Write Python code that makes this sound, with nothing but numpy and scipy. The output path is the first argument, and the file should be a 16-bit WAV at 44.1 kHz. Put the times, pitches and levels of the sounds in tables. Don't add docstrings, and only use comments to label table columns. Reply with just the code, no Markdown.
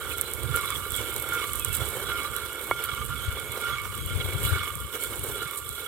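import sys
import numpy as np
from scipy import signal
from scipy.fft import rfft, irfft, next_fast_len
from scipy.io import wavfile
from scipy.ndimage import uniform_filter1d

SR = 44100
rng = np.random.default_rng(int(sys.argv[2]) if len(sys.argv) > 2 else 0)


def to_wav(sig):
    pcm = np.clip(np.atleast_2d(sig), -1, 1) * 32767
    pcm = np.round(pcm).astype(np.int16)
    wavfile.write(sys.argv[1], SR, pcm.T)


N = 258867
TIME = np.arange(N) / SR


def from_db(db):
    return 10 ** (np.asarray(db) / 20)


def rms_one(x):
    return x / np.sqrt(np.mean(x ** 2) + 1e-20)


def in_time(rows):
    s, *columns = np.transpose(rows)
    return [np.interp(TIME, s, column) for column in columns]


def panned(pan_db):
    ratio = from_db(np.atleast_1d(pan_db))
    return 2 * np.array([ratio, np.ones_like(ratio)]) / (1 + ratio)


def filtered(x, order, hz, kind):
    return signal.sosfilt(signal.butter(order, hz, kind, fs=SR, output="sos"), x)


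def colour(x, points):
    hz, *columns = np.transpose(points)
    size = next_fast_len(N + SR // 10)
    log_hz = np.log(np.arange(size // 2 + 1) * SR / size + 1)
    curves_db = [np.interp(log_hz, np.log(hz), column) for column in columns]
    gain = rms_one(from_db(curves_db))
    return irfft(rfft(x, size) * gain, size)[:, :N]


def drift(rate):
    step = 20
    r = np.exp(-2 * step * np.pi * rate / SR)
    settle = 2000
    noise = rng.standard_normal(N // step + settle + 2)
    slow = signal.lfilter([1], [1, -2 * r, r * r], noise)[settle:]
    return np.interp(np.arange(N) / step, np.arange(len(slow)), rms_one(slow))


def resonate(x, hz, width_hz):
    r = np.exp(-np.pi * width_hz / SR)
    poles = [1, -2 * r * np.cos(2 * np.pi * hz / SR), r * r]
    return signal.lfilter([.5, 0, -.5], poles, x + 1e-18)


def grains(per_s, spread_db):
    sizes = from_db(spread_db * np.minimum(rng.exponential(1, N), 5))
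    return sizes * (rng.random(N) < per_s / SR)


def bursts(clicks, length):
    r = np.exp(-1 / (length * SR))
    power = signal.filtfilt([1 - r], [1, -r], clicks ** 2 + 1e-18, padtype=None)
    return rms_one(np.sqrt(power))


def bump(x, width):
    return np.exp(-(x / width) ** 2)


def once_a_turn(turn, at, width):
    return bump((turn - at + .5) % 1 - .5, width)


# start_s, pressure_db, far_side_easing_db, ringing_db, lean_db
TURNS = [(-0.33, -3, 1.5, -4.5, 0.5), (0.565, -0.55, 9, 1, 1.5), (1.333, 1.3, 9.5, 0, 1.5),
         (2.11, 2.14, 6.5, -1.5, 0.5), (2.84, -1, 7.5, -1, -0.5), (3.67, 0, 11, 1.9, 3.5),
         (4.536, 1.3, 11, 0.95, 2.5), (5.40, -1.5, 11, -2.5, 1), (6.25, 1.5, 8.5, 0, -11)]
# rest_db, main_at_turn, main_width_turn,
# main_db, lesser_at_turn, lesser_width_turn, lesser_db, lean_share
MODE_SWELLS = [(-51.5, 0.14, 0.21, 17, .37, .16, 9.5, 0.081), (-54, 0, 0.12, 16, 0.38, 0.38, 19.5, -1.8),
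               (-52, 0.11, 0.12, 10, .42, .4, 6, 0.49)]
EASE_AT_TURN, EASE_WIDTH_TURN = .3, 0.24
LOAD_WAVER_DB, MODE_WAVER_DB = .5, 1.22


def turning():
    starts, _, easings, _, leans = np.transpose(TURNS)
    pressure_db, _, ringing_db, _ = in_time(TURNS)
    numbers = np.arange(len(TURNS))
    turn = np.interp(TIME, starts, numbers)
    easing_db = np.interp(turn - EASE_AT_TURN, numbers, easings)
    easing_db = easing_db * once_a_turn(turn, EASE_AT_TURN, EASE_WIDTH_TURN)
    load_db = pressure_db - easing_db + LOAD_WAVER_DB * drift(rate=16.6)
    modes_db = []
    for rest_db, main_at, main_width, main_db, lesser_at, lesser_width, lesser_db, share in MODE_SWELLS:
        lean_db = share * np.interp(turn - lesser_at, numbers, leans)
        main_swell_db = main_db * once_a_turn(turn, main_at, main_width)
        lesser_swell_db = (lesser_db + lean_db) * once_a_turn(turn, lesser_at, lesser_width)
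        waver_db = MODE_WAVER_DB * drift(rate=9.3)
        modes_db.append(load_db + ringing_db + rest_db + main_swell_db + lesser_swell_db + waver_db)
    return load_db, modes_db


# pitch_hz, width_hz, relative_db, left_minus_right_db, right_lag_ms
STONE_MODES = [(1182.4, 40, 1, -6, -0.013), (1400.6, 20, 2, -5.5, -0.065), (2222.7, 32, 4, -8.5, -0.072),
               (2935, 80, -13.5, -20, 0.055), (3124, 49, -15, -9, 0.08), (3360, 36, -10, -17, 0.095),
               (3472, 39, -13.5, -20, 0.099), (3940, 69, -15, -9, 0.1)]


def stones(low_modes_db, shrill_db, judder):
    contacts = grains(per_s=2500, spread_db=3.0) * from_db(1.0 * judder)
    out = 0
    for k, (hz, width_hz, level_db, pan_db, lag_ms) in enumerate(STONE_MODES):
        ring = resonate(contacts * rng.standard_normal(N), hz, width_hz)
        ring = ring / np.sqrt(uniform_filter1d(ring ** 2, int(.15 * SR)) + 1e-12)
        swell_db = low_modes_db[k] if k < 3 else shrill_db + 4.2 * drift(rate=10.0)
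        ring = ring * from_db(level_db + swell_db)
        right = np.interp(TIME - lag_ms / 1000, TIME, ring)
        out = out + panned(pan_db) * np.array([ring, right])
    return filtered(out, 4, 930, "high")


# pitch_hz, relative_db (per Hz)
RUMBLE_COLOUR = [(120, -27), (200, -10.5), (300, -3.5), (415, 5.5), (490, 3.5), (560, -0.5), (640, -21.5),
                 (800, -16), (1050, -14), (1500, -26), (1900, -13.5), (6000, -85)]
# pitch_hz, relative_db (per Hz)
SCRAPE_COLOUR = [(130, -47), (220, -2.5), (400, -7.5), (620, 2.5), (760, 0), (1050, 4), (1600, 3),
                 (2000, -26), (2800, -6), (4200, -12.5), (6000, -54)]


def rumble(rumble_db, judder):
    load = grains(per_s=3000, spread_db=1.5) * from_db(2.12 * judder)
    rolling, biting = rms_one(load * rng.standard_normal((2, N)))
    bite_db = np.minimum(1.25 * (rumble_db + 40.5), 7.0) - 43.5
    roll = panned(-2.2) * colour(rolling * from_db(rumble_db), RUMBLE_COLOUR)
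    scrape = panned(-4.5) * colour(biting * from_db(bite_db), SCRAPE_COLOUR)
    return roll + scrape


# pitch_hz, left_relative_db, right_relative_db
RUB_COLOUR = [(750, -15, 1.5), (1080, 12, 9), (1780, -1, 8.5), (1970, -8, -31), (2500, -14, -6),
              (3880, -20, 3), (4740, -16, -12.5), (5170, -3.5, -15), (5660, 2, 0.5), (9000, -38, 4.5)]


def rubbing(sand_db, judder):
    flicker = from_db(5.3 * judder + 1.0 * drift(rate=99))
    sand = bursts(grains(per_s=2600, spread_db=-3.5), length=0.00054) * flicker
    return colour(sand * rng.standard_normal((2, N)) * from_db(sand_db - 12.0), RUB_COLOUR)


# pitch_hz, relative_db
PING_LEVELS = [(1500, 7), (1900, -12), (2600, 0), (3100, 2.5), (3500, 4.5), (4000, 0), (4600, -3.5),
               (6500, -5.5)]
# centre_s, half_length_s, pitch_hz, relative_db
SQUEAKS = [(0.122, 0.0088, 2520, -36.5), (0.27, .025, 4020, -44), (1.975, 0.049, 1700, -48)]


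def pings(shrill_db):
    out = 0
    for hz in np.geomspace(1550, 6500, num=60):
        strikes = grains(per_s=30, spread_db=2.0) * rng.standard_normal((2, N))
        ring = rms_one(resonate(strikes, hz, width_hz=60))
        out = out + ring * from_db(np.interp(hz, *np.transpose(PING_LEVELS)))
    out = rms_one(out) * from_db(shrill_db - 9.0)
    for s, half_length, hz, level_db in SQUEAKS:
        squeak = resonate(rng.standard_normal((2, N)), hz, width_hz=170)
        squeak = rms_one(resonate(squeak, hz, width_hz=170))
        out = out + squeak * from_db(level_db + 2.0) * bump(TIME - s, half_length)
    return panned(-1.5) * out


# time_s, relative_db
FEED = [(0.0, -44.5), (0.64, -41), (1.91, -40), (2.43, -42.5), (2.94, -43), (3.16, -42.5), (3.47, -43),
        (3.91, -43.5), (4.5, -40.5), (4.77, -43), (4.94, -44.5), (5.18, -40), (5.62, -42.5), (5.87, -40.5)]
# centre_s, half_length_s, level_db
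CRUNCHES = [(0.117, .03, -34), (0.564, .03, -36.5), (0.976, 0.013, -29.5), (1.75, 0.029, -28),
            (2.853, .02, -36), (4.467, 0.041, -29.5), (5.035, 0.039, -33), (5.58, 0.0087, -32.5)]
FEED_GAIN_DB, FEED_FOLLOWS_LOAD = 3.5, 0.14


def breaking(load_db):
    steady = from_db(in_time(FEED)[0] + FEED_GAIN_DB + FEED_FOLLOWS_LOAD * load_db)
    power = steady ** 2
    for s, half_length, level_db in CRUNCHES:
        power = power + (from_db(level_db) * bump(TIME - s, half_length)) ** 2
    return 10 * np.log10(power)


# pitch_hz, left_relative_db, right_relative_db
CRUSH_COLOUR = [(1500, -20, -41), (4000, -25, -9), (5700, -17, -25), (6460, -27, -13.5), (7420, -14.5, -1),
                (8750, -36, 3), (10000, -7, -1), (10300, -19, -2.5), (12300, -11, 1.5), (14600, -9.5, -3.5),
                (16100, -31.5, -18)]


def crushing(crush_db, judder):
    clumps = from_db(1.0 * judder + 1.0 * drift(rate=28))
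    crackle = rms_one(bursts(grains(per_s=5200, spread_db=3.0), length=.0001) * clumps)
    sound = colour(crackle * from_db(crush_db) * rng.standard_normal((2, N)), CRUSH_COLOUR)
    fine = signal.sosfiltfilt(signal.butter(3, 10500, "high", fs=SR, output="sos"), sound)
    tilt = from_db(1.3 * drift(rate=40))
    return fine * tilt + (sound - fine) / tilt


# start_s, relative_db
SNAPS = [(0.182, -16), (0.2114, -9), (0.3356, -15), (0.5606, -12), (0.7038, -16), (0.9053, -19),
         (0.9194, -17), (0.9622, -16), (1.1623, -14), (1.5329, -16), (1.5559, -18), (1.5953, -18),
         (1.6472, -8), (1.7285, -17), (1.7669, -16), (1.8876, -18), (2.3635, -16), (2.8389, -16),
         (3.0624, -22), (3.9519, -22), (4.0607, -21), (4.4368, -20), (4.4498, -16), (4.7536, -20),
         (5.036, -14), (5.6905, -18)]
SMALL_SNAP_COUNT, SMALL_SNAP_DB = 30, 16.5
SNAP_S, SNAP_GAIN_DB, CRUMBLE_DB, SNAP_LOW_HZ = 0.00087, -2, -23, 7400


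def snaps(crush_db):
    crack, crumble = np.zeros((2, N))
    moments = rng.integers(0, N, size=SMALL_SNAP_COUNT)
    small = [(TIME[i], crush_db[i] + SMALL_SNAP_DB) for i in moments]
    for s, level_db in list(SNAPS) + small:
        span = slice(int((s - .01) * SR), int((s + .06) * SR))
        age = TIME[span] - s - 1.25 * SNAP_S
        crack[span] += from_db(level_db) * np.exp(-np.pi / 2 * (age / SNAP_S) ** 2)
        crumble[span] += from_db(level_db) * (age > 0) * np.exp(-abs(age) / 0.0082)
    shards = rng.choice([-1, 1], (2, N))
    bright = filtered(crack * shards, 2, SNAP_LOW_HZ, "high")
    pieces = crumble * from_db(CRUMBLE_DB) * rng.standard_normal((2, N))
    return colour(bright * from_db(SNAP_GAIN_DB), CRUSH_COLOUR) + colour(pieces, RUB_COLOUR)


# start_s, relative_db
KNOCKS = [(2.7120, -11.5), (3.372, -29)]


def knocks():
    blows = np.zeros(N)
    for s, level_db in KNOCKS:
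        blows[int(s * SR)] = from_db(level_db)
    thud = resonate(blows, hz=950, width_hz=320) + resonate(blows, hz=486, width_hz=330)
    thud = from_db(2.5) * thud
    ring = 0
    for hz, width_hz, level_db, pan_db, _ in STONE_MODES:
        mode = resonate(blows, hz, width_hz * 1.04)
        ring = ring + panned(pan_db) * from_db(level_db - 11.0) * mode
    return filtered(panned(-3.0) * thud - ring, 2, [300, 2500], "band")


# pitch_hz, relative_db (per Hz)
WIND_COLOUR = [(15, -42), (30, -28), (50, -2.5), (70, 3), (95, -1), (125, -2), (170, -16), (250, -17.5),
               (500, -32), (1500, -81)]
# centre_s, half_length_s, level_db, left_minus_right_db
GUSTS = [(0.136, 0.13, -41.5, -7), (0.47, 0.14, -36, -30), (0.75, 0.15, -42, -5),
         (0.948, 0.092, -40.5, -36), (1.247, 0.63, -43.5, -7.5), (1.745, 0.23, -37.5, -19),
         (2.15, 0.42, -44.5, -27), (2.74, 0.061, -43.5, 12), (3.095, 0.22, -36.5, -14),
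         (3.31, 0.074, -37, 5), (3.474, 0.11, -42, -9), (3.722, .1, -39.5, -15), (3.87, 0.06, -39, 8),
         (4.15, 0.2, -33, 15), (4.484, 0.14, -32, 25), (4.792, 0.073, -36.5, 18), (5.226, 0.19, -41.5, 22),
         (5.696, 0.093, -47, 25)]
# centre_s, peak_db, left_minus_right_db, swing_hz
BUFFETS = [(0.455, -24, -25, 110), (0.510, -20, -25, 110), (1.705, -18, -25, 90), (1.822, -20, -25, 115),
           (3.290, -16, 25, 80), (4.162, -16, 25, 85), (4.251, -16, 25, 85), (4.357, -16, 25, 105),
           (4.457, -16, 25, 105), (4.528, -11.5, 25, 90), (4.81, -25, 20, 90), (5.462, -32, -20, 140)]
BREEZE_DB = -52.5
WIND_WAVER_DB, EDDY_S = 1.3, .009


def wind():
    lumps = rms_one(rng.standard_normal((2, N)) * from_db(2.0 * drift(rate=52)))
    lumps = colour(lumps, WIND_COLOUR)
    power = from_db(BREEZE_DB) ** 2
    for s, half_length, level_db, side_db in GUSTS:
        puff = from_db(level_db) * bump(TIME - s, half_length)
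        power = power + (panned(side_db) * puff) ** 2
    steady = lumps / np.sqrt(uniform_filter1d(lumps ** 2, int(.16 * SR)))
    out = steady * np.sqrt(power) * from_db(WIND_WAVER_DB * drift(rate=12))
    for s, peak_db, side_db, hz in BUFFETS:
        swing = np.cos(2 * np.pi * hz * (TIME - s)) * bump(TIME - s, EDDY_S)
        out = out + .5 * panned(side_db) * from_db(peak_db) * swing
    return out


# start_s, length_s, start_hz, end_hz, level_db, octave_overtone_db
CHIRPS = [(1.58, .08, 2700, 2480, -43, -22), (1.685, .08, 2780, 2600, -44, -22),
          (2.47, .1, 2600, 3000, -47, -13), (2.71, .1, 2850, 3250, -48, -8),
          (2.95, .1, 2900, 3250, -47, -8), (3.19, .1, 3030, 3300, -47, -6), (3.43, .1, 3170, 3420, -48, -6),
          (3.69, .1, 3200, 3400, -47, -5), (3.97, .1, 3150, 3350, -49, -6)]


def bird():
    out = np.zeros(N)
    quaver_hz = 40 * drift(rate=200)
    for s, length, start_hz, end_hz, level_db, octave_db in CHIRPS:
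        u = np.linspace(0, 1, int(length * SR))
        span = slice(int(s * SR), int(s * SR) + len(u))
        pitch_hz = start_hz + (end_hz - start_hz) * np.sin(np.pi / 2 * u) + quaver_hz[span]
        phase = 2 * np.pi * np.cumsum(pitch_hz) / SR
        tone = np.sin(phase) + from_db(octave_db) * np.sin(2 * phase)
        out[span] += from_db(level_db) * np.sin(np.pi * u) * tone
    return panned(1.2) * out


def scene():
    load_db, low_modes_db = turning()
    _, second_db, third_db = low_modes_db
    rumble_db = -41.5 + load_db
    crush_db = breaking(load_db)
    judder = drift(rate=18.4)
    shrill_db = 0.23 * second_db + 0.32 * third_db + 0.37 * crush_db
    sand_db = .5 * shrill_db + .5 * rumble_db + 5.0
    mill = stones(low_modes_db, shrill_db, judder) + rumble(rumble_db, judder)
    grit = rubbing(sand_db, judder) + pings(shrill_db)
    spice = crushing(crush_db, judder) + snaps(crush_db)
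    return mill + grit + spice + knocks() + wind() + bird()


CUTOFF_HZ = 15900


def record(dry):
    return signal.sosfilt(signal.ellip(10, .2, 80, CUTOFF_HZ, fs=SR, output="sos"), dry)


dry = scene()
out = record(dry)
to_wav(out)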